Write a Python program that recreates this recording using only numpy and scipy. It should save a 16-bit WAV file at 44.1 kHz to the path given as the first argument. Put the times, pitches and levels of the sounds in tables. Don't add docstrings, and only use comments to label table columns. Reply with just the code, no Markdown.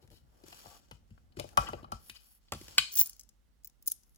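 import sys
import numpy as np
from scipy import signal
from scipy.fft import rfft, irfft
from scipy.io import wavfile
from scipy.ndimage import uniform_filter1d

SR = 44100
rng = np.random.default_rng(int(sys.argv[2]) if len(sys.argv) > 2 else 0)


def to_wav(sig):
    pcm = np.clip(np.atleast_2d(sig), -1, 1) * 32767
    pcm = np.round(pcm).astype(np.int16)
    wavfile.write(sys.argv[1], SR, pcm.T)


N = 183941
EVENT_SAMPLES = 8192


def gain_of(db):
    return 10 ** (np.asarray(db) / 20)


def evened(x):
    return x / np.sqrt(np.mean(x ** 2) + 1e-20)


def at_pitch(points, hz):
    pitches, values = np.transpose(points)
    return np.interp(np.log(hz + 1), np.log(pitches + 1), values)


def at_time(rows, seconds):
    times, *columns = np.transpose(rows)
    return [np.interp(seconds, times, column) for column in columns]


def shaped_noise(shape, size):
    hz = np.fft.rfftfreq(size, 1 / SR)
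    return evened(irfft(rfft(rng.standard_normal(size)) * gain_of(at_pitch(shape, hz)), size))


def ring(tones, stretch=1., spot_hz=1000, focus_db=0., rise_ms=0.083):
    hz, db, fade_s = np.transpose(tones)[:, :, None]
    t, chance = np.arange(EVENT_SAMPLES) / SR, rng.standard_normal((len(tones), 2))
    db = db + 2 * chance[:, :1] - focus_db * abs(np.log2(hz / spot_hz))
    db = db - 60 * t / (fade_s * np.clip(stretch, .1, 3))
    hz = hz * (1 + .004 * chance[:, 1:])
    sound = (gain_of(db) * np.sin(2 * np.pi * hz * t)).sum(0)
    sound *= (1 - np.exp(-t * 1000 / max(rise_ms, .05))) ** 2
    return sound / abs(sound).max()


def crack(shape, fade_s, rise_s):
    t = np.arange(EVENT_SAMPLES) / SR
    return .5 * shaped_noise(shape, EVENT_SAMPLES) * gain_of(-60 * t / fade_s) * (1 - np.exp(-t / rise_s))


def chatter(sound, decay_s, share):
    t = np.arange(400) / SR
    hits = rng.standard_normal(len(t)) * np.exp(-t / decay_s)
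    rattle = signal.fftconvolve(sound, hits)[:EVENT_SAMPLES]
    rough = sound + share * rattle / abs(rattle).max()
    return rough / abs(rough).max()


def stereo(left, pan_db, lag_ms):
    split_hz, in_step_hz, full_turn_hz = 8600, 11080, 4100
    hz = np.fft.rfftfreq(len(left), 1 / SR)
    high = 1 / (1 + (split_hz / (hz + 1)) ** 14)
    right = (1 - high) * gain_of(-pan_db) * np.exp(-2j * np.pi * hz * lag_ms / 1000)
    right += high * np.exp(2j * np.pi * (hz - in_step_hz) / full_turn_hz)
    return np.array([left, irfft(rfft(left) * right, len(left))])


def add(mix, start_s, sound, pan_db, lag_ms):
    lead = 64
    pair = stereo(np.roll(sound, lead), pan_db, lag_ms)
    part = mix[:, round(start_s * SR) - lead:][:, :EVENT_SAMPLES]
    part += pair[:, :part.shape[1]]


# (pitch [Hz], relative level [dB])
AIR_SHAPE = [(15, -42.5), (25, 0), (53, -0.5), (103, -30), (121, -25), (202, -20.5), (330, -32), (651, -36),
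             (2150, -38.5), (2400, -44.5), (2600, -39), (16500, -48)]
def room_tone():
    shared, left, right = (shaped_noise(AIR_SHAPE, N) for _ in range(3))
    return gain_of(-80.5) * np.array([2.9 * (0.8 * shared + 1.3 * left), 1.9 * shared + 6.4 * right])


# (start [s], end [s], hiss [dB], swish [dB], hiss change [dB], swish change [dB])
FINGER_STROKES = [(0, 0.056, -74, -78, -4, 1), (0.096, 0.196, -68, -67.5, -5, -7),
                  (0.22, 0.446, -91.5, -92, 21.5, 17.5), (0.447, 0.774, -58.5, -63, 0.5, 0.2),
                  (0.8, 0.903, -73, -83, 0, -2), (0.915, 0.974, -66, -79, -9.5, -8),
                  (1.06, 1.25, -80.5, -92, -3.5, -3), (1.356, 1.577, -57, -70.5, -17, -3),
                  (1.582, 1.854, -46, -57, -32.5, -25), (1.925, 1.964, -56, -70, -6, -3),
                  (1.968, 2.098, -77.5, -78, 15, 24.5), (2.134, 2.174, -56, -64, -6.5, -.1),
                  (2.19, 2.36, -69, -68.5, -3, 6.5), (2.397, 2.5, -80.5, -84, 4, -7),
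                  (2.54, 2.784, -61, -60.5, 5, -4.5), (2.803, 3.097, -60.5, -70.5, -1.5, 10),
                  (3.1, 3.27, -72, -68.5, -17.5, -20), (3.8, 4.169, -83.5, -79, -1, 2)]
def finger_strokes():
    land_s, let_go_s, arch_db = 0.018, 0.06, 3.5
    t, levels = np.arange(N) / SR, np.zeros((2, N))
    for start, end, hiss_db, swish_db, hiss_change, swish_change in FINGER_STROKES:
        touch = np.clip(np.minimum((t - start) / land_s, 1 + (end - t) / let_go_s), 0, 1)
        along = np.clip((t - start) / (end - start), 0, 1)
        pressure = gain_of(-arch_db * (2 * along - 1) ** 2)
        drift = gain_of([hiss_db + hiss_change * along, swish_db + swish_change * along])
        levels += touch ** 2 * pressure * drift
    return levels


# (pitch [Hz], relative level [dB], fade time [s])
TABLE_TONES = [(60.4, -5.5, 0.13), (85.7, 0.5, 0.084), (133.7, -7, 0.12), (213, -4, 0.063)]
LID_TONES = [(299, -12.5, 0.092), (353, 1, 0.08), (461.6, -7, 0.076), (511, -5, 0.066), (581, 1.5, 0.044),
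             (721, -5, .07), (801, 2, 0.041), (864, -6, 0.03), (1153, -2, 0.051), (1347, -5, 0.068)]
GLASS_TONES = [(1150, -5, .05), (1514, -2, .05), (1963, -6.5, 0.061), (2482, -5, 0.073),
               (2750, -8.5, 0.077), (2990, -2, 0.068), (3280, -8.5, .05), (3909, -5, 0.049),
               (4251, -6, 0.064), (4463, -4, 0.045), (4800, -7.5, 0.087), (5110, -7.5, 0.086)]
# (pitch [Hz], relative level [dB])
HISS_SHAPE = [(1500, -30.5), (2500, -8), (5000, -3.5), (8000, -4), (10000, -22)]
SWISH_SHAPE = [(7000, -32), (9000, -4.5), (11500, 0), (15000, -4.5), (16200, -13), (17000, -35)]
# (time [s], table rumble [dB], lid level [dB])
RUB_LEVELS = [(0.0, -70, -72.5), (0.24, -63.5, -77.5), (0.48, -77, -65), (0.61, -84, -65),
              (0.87, -65.5, -75), (1.16, -66, -81), (1.4, -64, -75), (1.46, -65, -73), (1.54, -61, -61.5),
              (1.61, -57, -56), (1.67, -61, -59.5), (1.8, -56.5, -61), (1.89, -58, -64.5),
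              (2.11, -72.5, -77), (2.24, -79, -88), (2.45, -79, -86), (2.57, -82, -71.5), (2.68, -67, -65),
              (2.72, -64, -65.5), (2.87, -65.5, -74.5), (3.02, -71.5, -82.5), (3.31, -74, -85.5),
              (3.48, -76, -85.5), (4.17, -74, -85.5)]
def rubbing():
    slips_per_s = 1500
    slips = gain_of(2.0 * np.minimum(rng.exponential(1, N), 5)) * (rng.random(N) < slips_per_s / SR)
    grain = evened(uniform_filter1d(slips, 60)) + 1
    hiss, swish = finger_strokes()
    table, lid = gain_of(at_time(RUB_LEVELS, np.arange(N) / SR))
    glass = gain_of(-2.5) * hiss
    out = np.zeros((2, N))
    for tones, level, stretch in (TABLE_TONES, table, .6), (LID_TONES, lid, .5), (GLASS_TONES, glass, .1):
        near, other = (signal.oaconvolve(rng.standard_normal(N) * grain, ring(tones, stretch))[:N]
                       for _ in range(2))
        pair = stereo(evened(near), pan_db=9.9, lag_ms=.45)
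        pair[1] += 0.72 * evened(other)
        out += level * pair
    for shape, level in (HISS_SHAPE, hiss), (SWISH_SHAPE, swish):
        out += level * stereo(evened(shaped_noise(shape, N) * grain), pan_db=4.5, lag_ms=0.9)
    return out


# (start [s], end [s], level [dB], favoured pitch [Hz])
RIM_SCRAPES = [(0.014, 0.043, -73.5, 3600), (.02, 0.054, -63.5, 358), (0.109, 0.188, -68.5, 4050),
               (0.102, 0.141, -62, 373), (0.632, 0.808, -61, 910), (1.41, 1.431, -52.5, 2870),
               (1.591, 1.64, -61, 2480), (1.617, 1.698, -46.5, 1100), (1.665, 1.683, -44.5, 2660),
               (1.766, 1.812, -58.5, 1140), (2.103, 2.17, -66, 3090), (2.15, 2.171, -56, 3030),
               (2.158, 2.17, -50, 5180), (2.818, 2.875, -61, 2760)]
def scrapes():
    out, t = np.zeros((2, N)), np.arange(EVENT_SAMPLES) / SR
    for start, end, db, spot_hz in RIM_SCRAPES:
        slips = rng.standard_normal(EVENT_SAMPLES) * rng.exponential(1, EVENT_SAMPLES)
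        one_slip = ring(LID_TONES + GLASS_TONES, spot_hz=spot_hz, focus_db=16.0)
        scrape = evened(signal.fftconvolve(slips, one_slip)[2000:2000 + EVENT_SAMPLES])
        fade_in = np.clip(t / 0.008, 0, 1)
        fade_out = gain_of(-60 * np.maximum(t - (end - start), 0) / 0.026)
        add(out, start, gain_of(db) * scrape * fade_in * fade_out, pan_db=8.0, lag_ms=.12)
    return out


# (pitch [Hz], relative level [dB])
TICK_SHAPE = [(590, -60), (1000, -30.5), (1680, -3.5), (4930, -6), (9510, -8), (11300, -12.5),
              (13200, -14.5), (15200, -20), (15900, -21.5), (16500, -36)]
# (time [s], lid pan [dB], lid lag [ms], glass pan [dB], glass lag [ms])
LID_TRAVEL = [(0, 11, 0.27, 8, .15), (.9, 3.5, .44, 6.5, 0.19), (1.4, 6.5, 0.49, 11.5, 0.29),
              (1.6, 4, 0.36, 12.5, 0.16), (1.95, 4, 0.46, 13.5, .33), (2.4, 3, 0.1, .8, 0.12),
              (2.9, -2.7, .03, 4, 0.074)]
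# (time [s], table thump [dB], lid level [dB], favoured lid pitch [Hz],
# glass level [dB], favoured glass pitch [Hz], tick level [dB], contact softness [ms])
LID_KNOCKS = [(0.026, -51, -60, 380, -60, 4450, -54, 1.3), (0.076, -53, -74, 320, -80, 4390, -51, 1.1),
              (0.102, -49, -72, 368, -74, 3450, -50, 0.73), (0.437, -56, -44, 350, -49, 4770, -46.5, 1.6),
              (0.482, -60, -48, 296, -65, 3000, -38, 0.98), (0.526, -64, -44, 945, -39.5, 2780, -44, 1.3),
              (0.657, -49.5, -40.5, 930, -59, 2480, -45.5, 1.4),
              (0.912, -44.5, -38.5, 720, -39, 2500, -40, 0.5),
              (1.105, -43.5, -57, 343, -59, 2780, -55.5, 2.9),
              (1.322, -74.5, -71.5, 600, -56, 3900, -66, 1.2),
              (1.178, -62, -52, 1260, -58.5, 1450, -78, 0.5),
              (1.368, -37.5, -36.5, 327, -44, 1540, -43, 3.9), (1.39, -61.5, -34, 570, -41.5, 2880, -35, 2),
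              (1.397, -42, -27.5, 590, -37, 2900, -23.5, 1.6), (1.441, -47, -34, 580, -59, 2320, -48, 1.7),
              (1.472, -62, -68, 520, -61, 3000, -57, 0.77), (1.49, -63, -57, 610, -74, 2580, -40, 0.78),
              (1.5731, -27.5, -8.5, 1151, -19, 2480, -12.5, 0.85),
              (1.687, -40.5, -27.5, 1130, -57, 2900, -34.5, 0.64),
              (1.731, -39, -28, 686, -35.5, 2640, -44.5, 1.8), (1.829, -63, -41, 309, -51, 2840, -57, 1.2),
              (1.842, -50, -37.5, 1150, -48, 2900, -56, 2.4), (1.919, -37, -26, 1290, -34, 4280, -29, 1.43),
              (2.097, -56.5, -49, 324, -32.5, 2800, -28.5, 0.44),
              (2.429, -71.5, -80, 800, -74.5, 3000, -65.5, 1.28),
              (2.483, -92, -73, 777, -53, 4270, -69.5, 1.2),
              (2.521, -36.5, -29.5, 830, -30, 1550, -20.5, 0.93),
              (2.535, -46.5, -41, 1415, -49.5, 2560, -31, 1.5),
              (2.548, -42.5, -40, 403, -43, 4400, -40, 0.39),
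              (2.613, -52, -41.5, 301, -49, 4980, -39, 0.25), (2.682, -60, -50, 575, -50, 3940, -35, 1.4),
              (2.775, -52, -47.5, 1160, -36, 2000, -51.5, 0.87),
              (2.7811, -48.5, -32.5, 1230, -4.5, 3300, -4, 1.2)]
def knocks():
    out = np.zeros((2, N))
    for start, table_db, lid_db, lid_hz, glass_db, glass_hz, tick_db, soft_ms in LID_KNOCKS:
        lid_stretch = 0.54 + 0.0254 * (lid_db + 38.5)
        glass_stretch = 0.62 + 0.005 * (lid_db + 41)
        lid = ring(LID_TONES, lid_stretch, lid_hz, focus_db=13.0, rise_ms=soft_ms)
        lid = gain_of(lid_db) * chatter(lid, decay_s=0.0007, share=0.65)
        thump = gain_of(table_db) * ring(TABLE_TONES, rise_ms=8.0)
        glass = ring(GLASS_TONES, glass_stretch, glass_hz, focus_db=6.4, rise_ms=.3 * soft_ms)
        glass = gain_of(glass_db) * chatter(glass, decay_s=0.0011, share=0.39)
        tick = gain_of(tick_db) * crack(TICK_SHAPE, fade_s=.02, rise_s=soft_ms * .0002)
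        lid_pan_db, lid_lag_ms, glass_pan_db, glass_lag_ms = at_time(LID_TRAVEL, start)
        add(out, start, lid + thump, lid_pan_db, lid_lag_ms)
        add(out, start, glass + tick, glass_pan_db, glass_lag_ms)
    return out


# (pitch [Hz], relative level [dB], fade time [s])
COIN_LOW_TONES = [(3900, -8, .01), (5300, -2, .012), (5900, -3, .012), (6500, 0, .014), (7300, -1, .014),
                  (8600, -6, .008)]
COIN_MID_TONES = [(9420, -11, 0.013), (10030, -8, 0.0074), (10540, -11, 0.01), (11180, -9, 0.0086),
                  (12520, -9.5, 0.011)]
# (pitch [Hz], relative level [dB])
TAP_SHAPE = [(470, -59.5), (800, -38), (1830, -19.5), (2950, -16), (6530, 0.5), (9270, -5.5),
             (11800, -12.5), (13000, -25)]
# (time [s], pan [dB], lag [ms])
PALM_TRAVEL = [(2.9, 4.5, 0.046), (3.3, 9, 0.11), (3.9, 14, .14)]
# (time [s], tap [dB], middle ring [dB], top ring [dB], top pitch [Hz])
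COIN_CLINKS = [(2.896, -49, -61, -82, 15150), (2.915, -48, -41, -60, 15740), (2.9194, -36, -61, -55, 15800),
               (2.9252, -37, -41, -33.5, 15400), (2.9347, -36, -53, -36, 14600),
               (2.94, -38, -36, -36, 15000), (2.9541, -23.5, -27, -38, 15600),
               (2.959, -32, -44, -22, 15900), (2.9699, -22, -31, -19, 15380),
               (2.9752, -21, -33, -45, 15500), (2.979, -23, -41, -29, 15560),
               (2.9857, -22, -22, -24, 15720), (2.9903, -22, -19, -12.5, 15700),
               (2.998, -15, -39, -14, 15740), (3.0042, -20, -17, -18, 15630),
               (3.0109, -13.5, -21, -13, 15830), (3.0172, -24.5, -20, -32, 15650),
               (3.0196, -35, -40, -21, 15150), (3.0276, -31, -40.5, -22, 15200),
               (3.059, -32, -32, -33, 15000), (3.065, -37, -33.5, -38.5, 15160),
               (3.072, -42.5, -33.5, -31, 15200), (3.0954, -38, -31.5, -34.5, 15400),
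               (3.1063, -53.5, -45, -56.5, 15500), (3.131, -41.5, -51, -55.5, 15540),
               (3.165, -51, -54.5, -53.5, 15600), (3.1953, -35, -41, -47.5, 15160),
               (3.2007, -50, -46.5, -57, 15470), (3.2102, -43, -60, -50, 15810),
               (3.2335, -49.5, -56.5, -79, 15820), (3.2906, -46.5, -52.5, -63.5, 15360),
               (3.635, -58, -62.5, -63.5, 15400), (3.6463, -38.5, -44, -28, 15540),
               (3.6553, -44, -55.5, -42, 15600), (3.6728, -44, -46.5, -34, 15100),
               (3.6976, -55.5, -64, -66, 15600), (3.8251, -50, -52, -46.5, 15480),
               (3.8599, -43.5, -56, -71, 15930), (3.867, -38.5, -38.5, -34, 14940),
               (3.8752, -26, -14.5, -14.5, 15760), (3.8798, -22.5, -18, -25.5, 15560),
               (3.9, -36, -42, -40, 15630), (3.914, -34, -34.5, -41.5, 15600),
               (3.9179, -26.5, -17.5, -34, 15300), (4.034, -52.5, -61.5, -73.5, 15540),
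               (4.0939, -67.5, -60, -75.5, 15270), (4.147, -63, -56, -80.5, 15900),
               (4.1588, -53.5, -54, -76, 15400)]
def coins():
    airborne_until_s, airborne_fade_s, held_fade_s = 3.04, 0.061, .017
    out, t = np.zeros((2, N)), np.arange(EVENT_SAMPLES) / SR
    gaps_s = np.diff(np.transpose(COIN_CLINKS)[0], append=N / SR)
    for (start, tap_db, mid_db, top_db, top_hz), gap_s in zip(COIN_CLINKS, gaps_s):
        brightness, side = rng.standard_normal(2)
        tap_hz = 6080 + 55 * (tap_db + 33) + 430 * brightness
        low = chatter(ring(COIN_LOW_TONES, spot_hz=tap_hz, focus_db=26.0), decay_s=0.0025, share=1.0)
        tap = gain_of(tap_db) * (.5 * low + crack(TAP_SHAPE, fade_s=0.023, rise_s=0.000067))
        fade_s = airborne_fade_s if start < airborne_until_s else held_fade_s
        top = ring([(top_hz, 0, fade_s), (top_hz * .969, -10, fade_s), (14700, -12, .008)])
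        wobble_db = 4.0 * evened(uniform_filter1d(rng.standard_normal(EVENT_SAMPLES), 90))
        top *= gain_of(top_db + wobble_db)
        top *= 1 - np.exp(-t / 0.00064)
        top *= gain_of(-60 * np.maximum(t - gap_s, 0) / 0.013)
        mid = gain_of(mid_db) * chatter(ring(COIN_MID_TONES), decay_s=0.00057, share=1.08)
        pan_db, lag_ms = at_time(PALM_TRAVEL, start)
        add(out, start, tap + mid + top, pan_db + 2.5 * side, lag_ms)
    return out


# (pitch [Hz], fade time [s])
ECHO_FADES = [(100, .35), (500, 0.2), (2000, 0.26), (6000, 0.42), (15000, 0.097)]
def room_echo(sound):
    echoes = np.zeros((2, 16000))
    arrivals = np.arange(120, 15980, 20) + rng.integers(0, 20, (2, 793))
    np.put_along_axis(echoes, arrivals, rng.choice([-1., 1.], arrivals.shape), 1)
    hz, t, bands = signal.stft(echoes, SR, nperseg=256)
    bands = bands * gain_of(-60 * t / at_pitch(ECHO_FADES, hz)[:, None])
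    tail = signal.istft(bands, SR, nperseg=256)[1]
    return signal.fftconvolve(sound, tail / np.linalg.norm(tail[0]), axes=1)[:, :N]


def scene():
    lid, clinks = knocks() + scrapes(), coins()
    to_walls = gain_of(-12) * lid + gain_of(-20) * clinks
    return lid + clinks + rubbing() + room_echo(to_walls) + room_tone()


def record(dry):
    lowest_hz, highest_hz = 40, 17100
    bass_cut = signal.butter(5, lowest_hz, "high", fs=SR, output="sos")
    treble_cut = signal.firwin(511, highest_hz, window=("kaiser", 9), fs=SR)
    return signal.oaconvolve(signal.sosfilt(bass_cut, dry), treble_cut[None], "same")


dry = scene()
out = record(dry)
to_wav(out)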